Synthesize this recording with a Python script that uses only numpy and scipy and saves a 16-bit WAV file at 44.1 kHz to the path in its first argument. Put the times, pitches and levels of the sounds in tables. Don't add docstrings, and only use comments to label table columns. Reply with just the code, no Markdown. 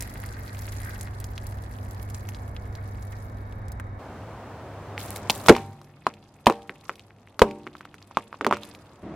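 import sys
import numpy as np
from scipy import signal
from scipy.fft import rfft, irfft, next_fast_len
from scipy.io import wavfile
from scipy.ndimage import uniform_filter1d

SR = 44100
rng = np.random.default_rng(int(sys.argv[2]) if len(sys.argv) > 2 else 0)


def file_out(sig):
    cols = np.atleast_2d(sig).T
    lim = np.clip(cols, -1, 1)
    pcm = np.round(lim * 32767).astype(np.int16)
    wavfile.write(sys.argv[1], SR, pcm)


N = 403515
TIME = np.arange(N) / SR
SWEETS_START_S, ENDING_START_S = 3.99, 9.03
ENGINE_HZ = 25

# f/Hz, level/dB
RUMBLE_TONE = [(15, -15), (30, -5.5), (45, -0.5), (62, 4), (85, -1.5), (125, -7.5), (160, -15.5),
               (330, -18), (750, -20), (1400, -30), (1800, -30), (2250, -38), (2700, -48), (6000, -57.5),
               (16000, -78)]
WASH_TONE = [(20, -30.5), (60, -5), (102, 2), (145, -4.5), (200, -5.5), (300, -8), (700, -7), (1200, -13),
             (1900, -21.5), (3900, -34.5), (12000, -48), (16000, -49.5)]
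HUSH_TONE = [(20, -23.5), (60, -6.5), (105, -3), (200, -5), (400, -12), (800, -12.5), (1500, -25.5),
             (2700, -34.5), (5300, -45), (12000, -51.5), (16000, -61.5)]
ENDING_TONE = [(15, -54), (25, -33), (76, -0.5), (373, -1), (503, -16), (624, -5), (840, -17), (1130, -17),
               (11300, -59), (16000, -93)]
# t/s, level/dB
WASH_LEVEL = [(4.7, -0.4), (5.48, 2.5), (5.62, -18), (5.9, -28.5), (8.2, -28.5), (8.6, -12), (9.0, -12.5)]
# f/Hz, side minus middle/dB
AVOCADO_WIDTH = [(60, -25), (110, -25), (200, -11.5), (380, -13), (700, -1), (1290, 6), (2400, -4),
                 (8000, 2.5)]
SWEETS_WIDTH = [(200, -61), (380, -33.5), (700, -23.5), (1290, -11), (2380, -7.5), (4400, -0.5), (8000, 2)]
# multiple of ENGINE_HZ, level/dB
HUM_TONES = [(4, -39.5), (5, -52.5), (8, -55.5), (10, -58), (12, -64)]
# f/Hz, level/dB, waver/Hz, start t/s
WHINES = [(1736, -65, 75, 0), (2150, -76, 108.5, -1), (2220, -68, 40, 2), (3760, -79, 55, 2.6)]
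# t/s, level/dB
FIZZ_LEVEL = [(0, -50), (.15, -55.5), (.9, -53), (1.1, -61.5), (2.25, -61), (2.55, -68), (3.15, -64),
              (3.5, -73.5), (3.9, -79)]
# f/Hz, level/dB
FIZZ_TONE = [(1000, -5), (2000, 9), (3000, -0.5), (4500, 2), (7000, -4.5), (12000, -2), (16000, -6)]
SQUELCH_TONE = [(500, -5), (1100, 6), (1800, 16.5), (2400, 13), (3200, -55), (8000, -40)]
# t/s, level/dB, rise/s, fall/s
SQUELCH_SWELLS = [(.3, -55, .5, 1.2), (.87, -48.5, 0.081, 0.27), (2.78, -54, .03, 0.07),
                  (3.13, -57, .03, .1), (3.7, -63, .4, 0.44)]
# t/s, level/dB, f/Hz, spray/dB
BIG_POPS = [(.0075, -23, 5400, -25), (.024, -14.5, 9600, -47), (.157, -29, 1850, -52),
            (.2013, -21.5, 13900, -48), (.2382, -26, 1790, -48), (.2619, -22.5, 11310, -42),
            (.5913, -26, 6400, -45), (.6673, -26.5, 11350, -40), (.6792, -27.5, 2200, -50),
            (.6885, -31, 6050, -46), (.7214, -27, 10450, -43), (.8488, -22.5, 11500, -44),
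            (1.0111, -20, 8650, -32), (1.0304, -22.5, 10000, -57), (1.0736, -30, 1860, -55),
            (1.2022, -21, 10990, -52), (1.2428, -22, 6460, -34), (1.3789, -21, 3040, -39),
            (1.468, -30, 10350, -32), (1.9104, -27, 10000, -41), (2.0278, -23.5, 12120, -56),
            (2.1005, -38, 9720, -35), (2.146, -20.5, 6660, -48), (2.289, -26, 2560, -29.5),
            (2.3472, -27, 3900, -61), (2.5653, -25.5, 3020, -61), (2.753, -29.5, 4280, -44.5),
            (3.026, -33, 6840, -53), (3.1237, -40, 2560, -41.5), (3.525, -40, 2700, -48.5),
            (3.6833, -34.5, 8150, -44), (3.7198, -29, 9500, -36), (3.7987, -24, 1600, -37)]
# f/Hz, time to fade by 60 dB/s
ECHO_FADE = [(150, 0.36), (400, 0.051), (1000, .11), (2500, 0.048), (6000, 0.061), (15000, 0.055)]
# t/s, level/dB, rise/s, fall/s
WRAPPER_SWELLS = [(5.03, -50, 0.18, 0.92), (6.1, -71, .6, 0.84), (6.85, -58.5, 0.37, 0.27),
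                  (7.57, -66, 0.23, 1.6), (8.25, -66.5, 0.63, 0.23), (8.61, -46.5, 0.047, 0.24)]
# t/s, level/dB, fall/s
POWDER_SPURTS = [(4.995, -40.5, 0.15), (5.11, -53, 0.034), (5.165, -41.5, 0.021), (5.305, -41, .24),
                 (5.47, -41, .05)]
# f/Hz, level/dB
WRAPPER_TONE = [(500, -12), (1100, 6), (2500, 5), (4000, 1), (7000, -7.5), (12000, -9), (16000, -25)]
SUGAR_TONE = [(400, -7), (1000, 4.5), (2400, 5.5), (4000, -5), (7000, -12.5), (16000, -27)]
SIZZLE_TONE = [(700, -10.5), (1500, -2), (3000, -1), (6000, -2), (13000, 0), (16000, -5.5)]
# t/s, level/dB, f/Hz, splinters/dB, thud/dB
SUGAR_CRACKS = [(4.9787, -16.5, 1980, -40, -45), (5.1058, -15, 10200, -44, -58),
                (5.161, -18.5, 10200, -33, -49), (5.2979, -14.5, 2480, -13.5, -39),
                (5.3035, -18.5, 3220, -14, -39.5), (5.462, -18, 1240, -27, -36),
                (5.5516, -18, 2130, -38, -56), (5.5646, -13.5, 1020, -27.5, -58),
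                (5.8151, -35, 1130, -47.5, -51.5), (6.0672, -3, 1083, -29, -31),
                (6.1393, -40, 2870, -46.5, -62), (6.4598, -28, 2490, -28, -35.5),
                (6.4988, -4.5, 990, -28.5, -18.5), (6.523, -21.5, 960, -38, -66.5),
                (6.6949, -16, 1770, -55, -37.5), (6.8946, -10.5, 1340, -41, -38.5),
                (6.956, -40.5, 3390, -44.5, -76), (6.995, -34.5, 2650, -46, -73),
                (7.1065, -36.5, 1670, -72.5, -76), (7.274, -36.5, 1870, -69, -66),
                (7.3934, -9.5, 1360, -22, -33.5), (7.5108, -31.5, 2180, -42, -66),
                (7.6678, -22, 1283, -50, -41), (7.6738, -26, 1900, -58, -65), (7.7524, -26, 1300, -56, -61),
                (7.8086, -25, 1440, -51, -61), (7.8535, -27, 1345, -49.5, -64),
                (7.9425, -29.5, 1530, -45, -54.5), (8.0265, -33.5, 4830, -57.5, -64),
                (8.1112, -30.5, 1040, -68, -68.5), (8.1711, -2.5, 1100, -30.5, -32.5),
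                (8.3283, -21.5, 1290, -57, -53), (8.3428, -26.5, 1067, -64, -66),
                (8.4107, -10, 1330, -41, -28), (8.4469, -9, 1640, -33.5, -34),
                (8.4661, -4, 1090, -24.5, -19.5), (8.5109, -5, 1050, -37, -27.5),
                (8.5256, -2.5, 1180, -33, -23.5), (8.5342, -15.5, 1350, -46, -51.5),
                (8.5692, -22, 1300, -38, -72), (8.6336, -29, 3373, -36, -63),
                (8.7495, -33, 2527, -42.5, -72)]
# f/Hz, level/dB, time to fade by 60 dB/s
TYRE_NOTES = [(144, -15, 2.1), (208.7, 1, 0.64), (230, -13, 0.88), (298, -11, 1.4), (357, -9, 1.3),
              (399.6, 2.5, .42), (467, -1, 0.54), (583, 1, .48), (626, -16.5, .33), (711, -14, .48),
              (786, -.5, .6), (851, -10, .5), (925, -3, .55), (1123, -4, 0.41), (1325, -14.5, .24)]
# t/s, level/dB, f/Hz, shards/dB, thud/dB, air push/dB, ring/dB
SWEET_BURSTS = [(5.2986, -9.5, 900, -25.5, -35.5, -45, -52), (5.4847, 6, 1094, -4, -17.5, -31, -26),
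                (5.487, -0.5, 1330, -18, -20, -34.5, -35), (5.4930, 4.5, 540, -3.5, -9, -19.5, -23.5),
                (5.4962, 5.5, 1402, -17, -14, -20, -29.5), (5.499, 4.5, 417.3, -34.5, -5, -17, -21),
                (6.4681, 5, 923, -10, -12.5, -28, -25), (7.4177, 5, 997, -11, -24, -24, -42),
                (7.4178, 3, 474, -30, -19, -19.5, -21.5)]
# f/Hz, level/dB
WEDGE_TONE = [(150, 0), (210, 1), (300, 0), (440, 0), (650, 0.5), (1100, -2), (1700, -5.5), (2300, 1.5),
              (3050, 2), (3750, 2), (5000, -1.5), (9000, -2.5), (16000, 0.5)]
# t/s, level gained right and lost left/dB
RIGHT_LEAN = [(7.5, 0), (8.15, .55)]


def gain_of(db):
    return 10 ** (np.asarray(db) / 20)


def read(points, hz):
    freqs, values = np.transpose(points)
    return np.interp(np.log(hz + 1), np.log(freqs + 1), values)


def level(rows):
    return gain_of(np.interp(TIME, *np.transpose(rows)))


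def between(start, end):
    return uniform_filter1d(1. * ((TIME >= start) & (TIME < end)), size=400)


def swell(s, db, rise, fall, hold=0):
    away = np.maximum(s - TIME, 0) / rise + np.maximum(TIME - s - hold, 0) / fall
    return gain_of(db - 20 * np.minimum(away, 10))


def add(mix, s, sound):
    part = mix[:, max(round(s * SR), 0):][:, :sound.shape[-1]]
    part += sound[..., :part.shape[1]]


def drift(rate_hz):
    knots = rng.standard_normal(4000)
    wander = np.interp(TIME * rate_hz, np.arange(len(knots)), knots)
    return wander / np.sqrt(np.mean(wander ** 2))


def coloured(pair, tone, width):
    size = next_fast_len(N)
    hz = np.fft.rfftfreq(size, 1 / SR)
    mid_db = read(tone, hz)
    gains = gain_of([mid_db, mid_db + read(width, hz)])
    mid, side = irfft(rfft(pair, size) * gains, size)[:, :N]
    return np.array([mid + side, mid - side]) / np.std(mid)


def low_cut(x, hz):
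    return signal.sosfilt(signal.butter(2, hz, "high", fs=SR, output="sos"), x)


def snap(t, hz, cycles, rise):
    turns = np.maximum(t, 0) * hz
    swing = np.sin(2 * np.pi * turns) * np.exp(-turns / cycles) * (1 - np.exp(-turns / rise))
    return -swing / (abs(swing).max() + 1e-12)


def puff(t, low_hz, high_hz, decay_s, channels=1):
    band = signal.butter(2, [low_hz, high_hz], "band", fs=SR, output="sos")
    noise = rng.standard_normal((channels, len(t)))
    return signal.sosfilt(band, noise * np.exp(-t / decay_s)) / np.sqrt(2 * (high_hz - low_hz) / SR)


def grains(per_s, spread_db, low_hz, high_hz, cycles):
    t, out = np.arange(300) / SR, np.zeros((2, N))
    for hz in np.geomspace(low_hz, high_hz, num=16):
        when, chance, place = rng.random((3000, 3))[:int(per_s * N / SR / 16)].T
        size = gain_of(spread_db * np.minimum(-np.log(chance), 4))
        size *= rng.choice([-1, 1], 3000)[:len(size)]
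        samples = (when * (N - len(t))).astype(int)[:, None] + np.arange(len(t))
        grain = snap(t, hz, cycles, rise=0.11) * hz
        for channel, share in enumerate([np.cos(np.pi * place), np.sin(np.pi * place)]):
            out[channel] += np.bincount(samples.ravel(), np.outer(size * share, grain).ravel(), N)
    return out


def sprinkle(start, end, per_s, db, spread_db, low_hz, high_hz):
    when, chance, pitch = rng.random((200, 3))[:int(per_s * (end - start))].T
    times = start + (np.arange(len(when)) + when) / per_s
    levels = db + spread_db * np.minimum(-np.log(chance) - 1, 2)
    return zip(times, levels, low_hz * (high_hz / low_hz) ** pitch)


def echoes(x, stretch, width=SWEETS_WIDTH):
    hz, t, bands = signal.stft(rng.standard_normal((2, SR // 3)), SR, nperseg=128)
    bands *= gain_of(-60 * t / (stretch * read(ECHO_FADE, hz)[:, None]))
    bands[1] *= gain_of(read(width, hz))[:, None]
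    mid, side = signal.istft(bands, SR, nperseg=128)[1]
    tail = np.array([mid + side, mid - side]) / np.linalg.norm(mid)
    delayed = np.pad(tail, ((0, 0), (50, 0)))
    return signal.fftconvolve(x, delayed, axes=1)[:, :N]


def car_and_air():
    def noise(tone, db, width=SWEETS_WIDTH):
        return gain_of(db) * coloured(rng.standard_normal((2, N)), tone, width)
    rumble = noise(RUMBLE_TONE, -39, AVOCADO_WIDTH) * gain_of(0.27 * drift(9.3))
    wash = noise(WASH_TONE, -40.5) * level(WASH_LEVEL) + noise(HUSH_TONE, -55.5)
    ending = noise(ENDING_TONE, -37)
    return (rumble * between(0, SWEETS_START_S)
            + wash * between(SWEETS_START_S, ENDING_START_S)
            + ending * between(ENDING_START_S, np.inf))


def engine():
    turns = np.cumsum(ENGINE_HZ * (1 + .004 * drift(5))) / SR
    hum = whine = 0
    for multiple, db in HUM_TONES:
        hum += gain_of(db + 1.2 * drift(9.2)) * np.sin(2 * np.pi * (multiple * turns + rng.random()))
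    for hz, db, waver_hz, s in WHINES:
        phase = 2 * np.pi * np.cumsum(hz + waver_hz * drift(400)) / SR
        whine += gain_of(db) * np.sin(phase) * between(s, SWEETS_START_S)
    climb = swell(s=5, db=-5, rise=0.8, fall=0.02, hold=0.73)
    near = gain_of(1) * between(0, SWEETS_START_S)
    far = (gain_of(-22) + climb) * between(SWEETS_START_S, np.inf)
    return np.sqrt(2) * (hum * (near + far) + whine)


def avocado():
    t, pops = np.arange(SR // 30) / SR, np.zeros((2, N))
    oozing = sum(swell(*row) for row in SQUELCH_SWELLS)
    fizz = coloured(grains(2200, 5.8, 1800, 15000, cycles=1.1), FIZZ_TONE, AVOCADO_WIDTH)
    squelch = coloured(grains(1300, 4.5, 900, 2600, cycles=1.6), SQUELCH_TONE, AVOCADO_WIDTH)
    pockets = list(BIG_POPS)
    for s, db, hz in sprinkle(0.5, 7, per_s=15, db=22, spread_db=2, low_hz=1800, high_hz=13000):
        db += np.interp(s, *np.transpose(FIZZ_LEVEL))
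        pockets.append((s, db, hz, db - 16))
    for s, db, hz, spray_db in pockets:
        lag_s = rng.uniform(0, 1e-4, (2, 1))
        pop = gain_of(db) * snap(t - lag_s, hz, cycles=0.72, rise=0.17)
        spray = gain_of(spray_db) * puff(t, 3390, 15700, decay_s=0.00071, channels=2)
        add(pops, s, pop + spray)
    pulp = (fizz * level(FIZZ_LEVEL) + squelch * oozing) * between(0, SWEETS_START_S) + pops
    return pulp + gain_of(-6) * echoes(pulp, stretch=0.51, width=AVOCADO_WIDTH)


def grinding():
    t, crumbling = np.arange(SR // 3) / SR, np.zeros((1, N))
    for s, db, *_ in SUGAR_CRACKS:
        add(crumbling, s, gain_of(db - 35.5) * np.exp(-t / .02))
    for s, _, _, shards_db, *_ in SWEET_BURSTS:
        add(crumbling, s, gain_of(shards_db - 33) * np.exp(-t / .04))
    grating = gain_of(-73) + sum(swell(*row) for row in WRAPPER_SWELLS)
    spurts = sum(swell(s, db, .015, fall) for s, db, fall in POWDER_SPURTS)
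    crinkle = coloured(grains(1500, 6.5, 900, 15000, cycles=1.2), WRAPPER_TONE, SWEETS_WIDTH)
    crinkle *= grating * between(4.97, ENDING_START_S)
    sugar = coloured(grains(2500, 5, 700, 9000, cycles=1.2), SUGAR_TONE, SWEETS_WIDTH) * crumbling
    powder = coloured(grains(4500, 4.5, 900, 15000, cycles=1), SIZZLE_TONE, SWEETS_WIDTH) * spurts
    return gain_of(-4.5) * crinkle + gain_of(-7.5) * echoes(crinkle, stretch=0.63) + sugar + powder


def cracks():
    t, out = np.arange(SR // 2) / SR, np.zeros((2, N))
    brief = t[:SR // 15]
    for s, db, hz, splinter_db, thud_db in SUGAR_CRACKS:
        splinters = puff(brief, 1800, 6000, decay_s=0.002)
        splinters = splinters + 0.53 * puff(brief, 3500, 13000, decay_s=0.002, channels=2)
        crack = gain_of(db) * snap(brief, hz, cycles=.9, rise=.35) + gain_of(splinter_db) * splinters
        thud = gain_of(thud_db) * puff(brief, 200, 520, decay_s=0.012)
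        add(out, s, crack + thud)
        add(out, s, gain_of(-15) * echoes(crack, stretch=.85))
        add(out, s, gain_of(thud_db) * 0.39 * tyre_ring(t))
    return low_cut(out, hz=98)


def tyre_ring(t):
    ring = 0
    for hz, db, fade_s in TYRE_NOTES:
        strength = gain_of(db + 1.7 * rng.standard_normal() - 60 * t / fade_s)
        ring += strength * np.sin(2 * np.pi * (hz * t + rng.random()))
    attack = 1 - np.exp(-t / .003)
    return ring * attack / np.sqrt(len(TYRE_NOTES))


def air_wedge(x):
    log_gain = np.log(gain_of(read(WEDGE_TONE, abs(np.fft.fftfreq(2048, 1 / SR)))))
    response = np.exp(np.conj(signal.hilbert(log_gain)))
    taps = np.fft.ifft(response).real[:1024]
    return signal.oaconvolve(x, taps[None])[:, :N]


def bursts():
    t, out = np.arange(SR) / SR, np.zeros((2, N))
    for s, db, hz, shards_db, thud_db, push_db, ring_db in SWEET_BURSTS:
        blow = gain_of(db) * snap(t, hz, cycles=1.1, rise=.3)
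        coarse = puff(t, 810, 2400, decay_s=0.0035)
        fine = puff(t, 2500, 10000, decay_s=0.0046, channels=2)
        shards = gain_of(shards_db) * (coarse + 0.34 * fine)
        tread_flex = snap(t, hz=226, cycles=1.8, rise=0.14) + 0.87 * puff(t, 170, 520, decay_s=0.016)
        air_push = snap(t, hz=86, cycles=.45, rise=0.05)
        thud = gain_of(thud_db) * tread_flex + gain_of(push_db) * air_push
        add(out, s, blow + shards + thud + gain_of(ring_db) * tyre_ring(t))
        add(out, s, gain_of(-12) * echoes(blow + shards, stretch=1))
        add(out, s, gain_of(-24.5) * echoes(shards, stretch=9.2))
    return low_cut(out, hz=38)


def crumb_snaps():
    t, out = np.arange(SR // 30) / SR, np.zeros((2, N))
    for s, db, hz in sprinkle(6.5, 9.5, per_s=24, db=-49, spread_db=4.5, low_hz=1298, high_hz=4600):
        splinters = gain_of(-11) * puff(t, 2077, 8000, decay_s=0.0023, channels=2)
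        add(out, s, gain_of(db) * (snap(t, hz, cycles=0.7, rise=0.41) + splinters))
    return out + gain_of(-14.5) * echoes(out, stretch=0.83)


def scene():
    mix = car_and_air() + engine() + grinding()
    breaking = air_wedge(cracks() + bursts() + crumb_snaps())
    right = level(RIGHT_LEAN)
    return mix + np.array([1 / right, right]) * breaking + avocado()


def record(dry):
    lean_db = np.array([[-0.49], [0.49]]) * between(0, SWEETS_START_S)
    clipped = np.clip(dry * gain_of(lean_db), -1, 1)
    treble_cut = signal.firwin(255, cutoff=16200, window=("kaiser", 8), fs=SR)
    return signal.oaconvolve(clipped, treble_cut[None], "same")


dry = scene()
out = record(dry)
file_out(out)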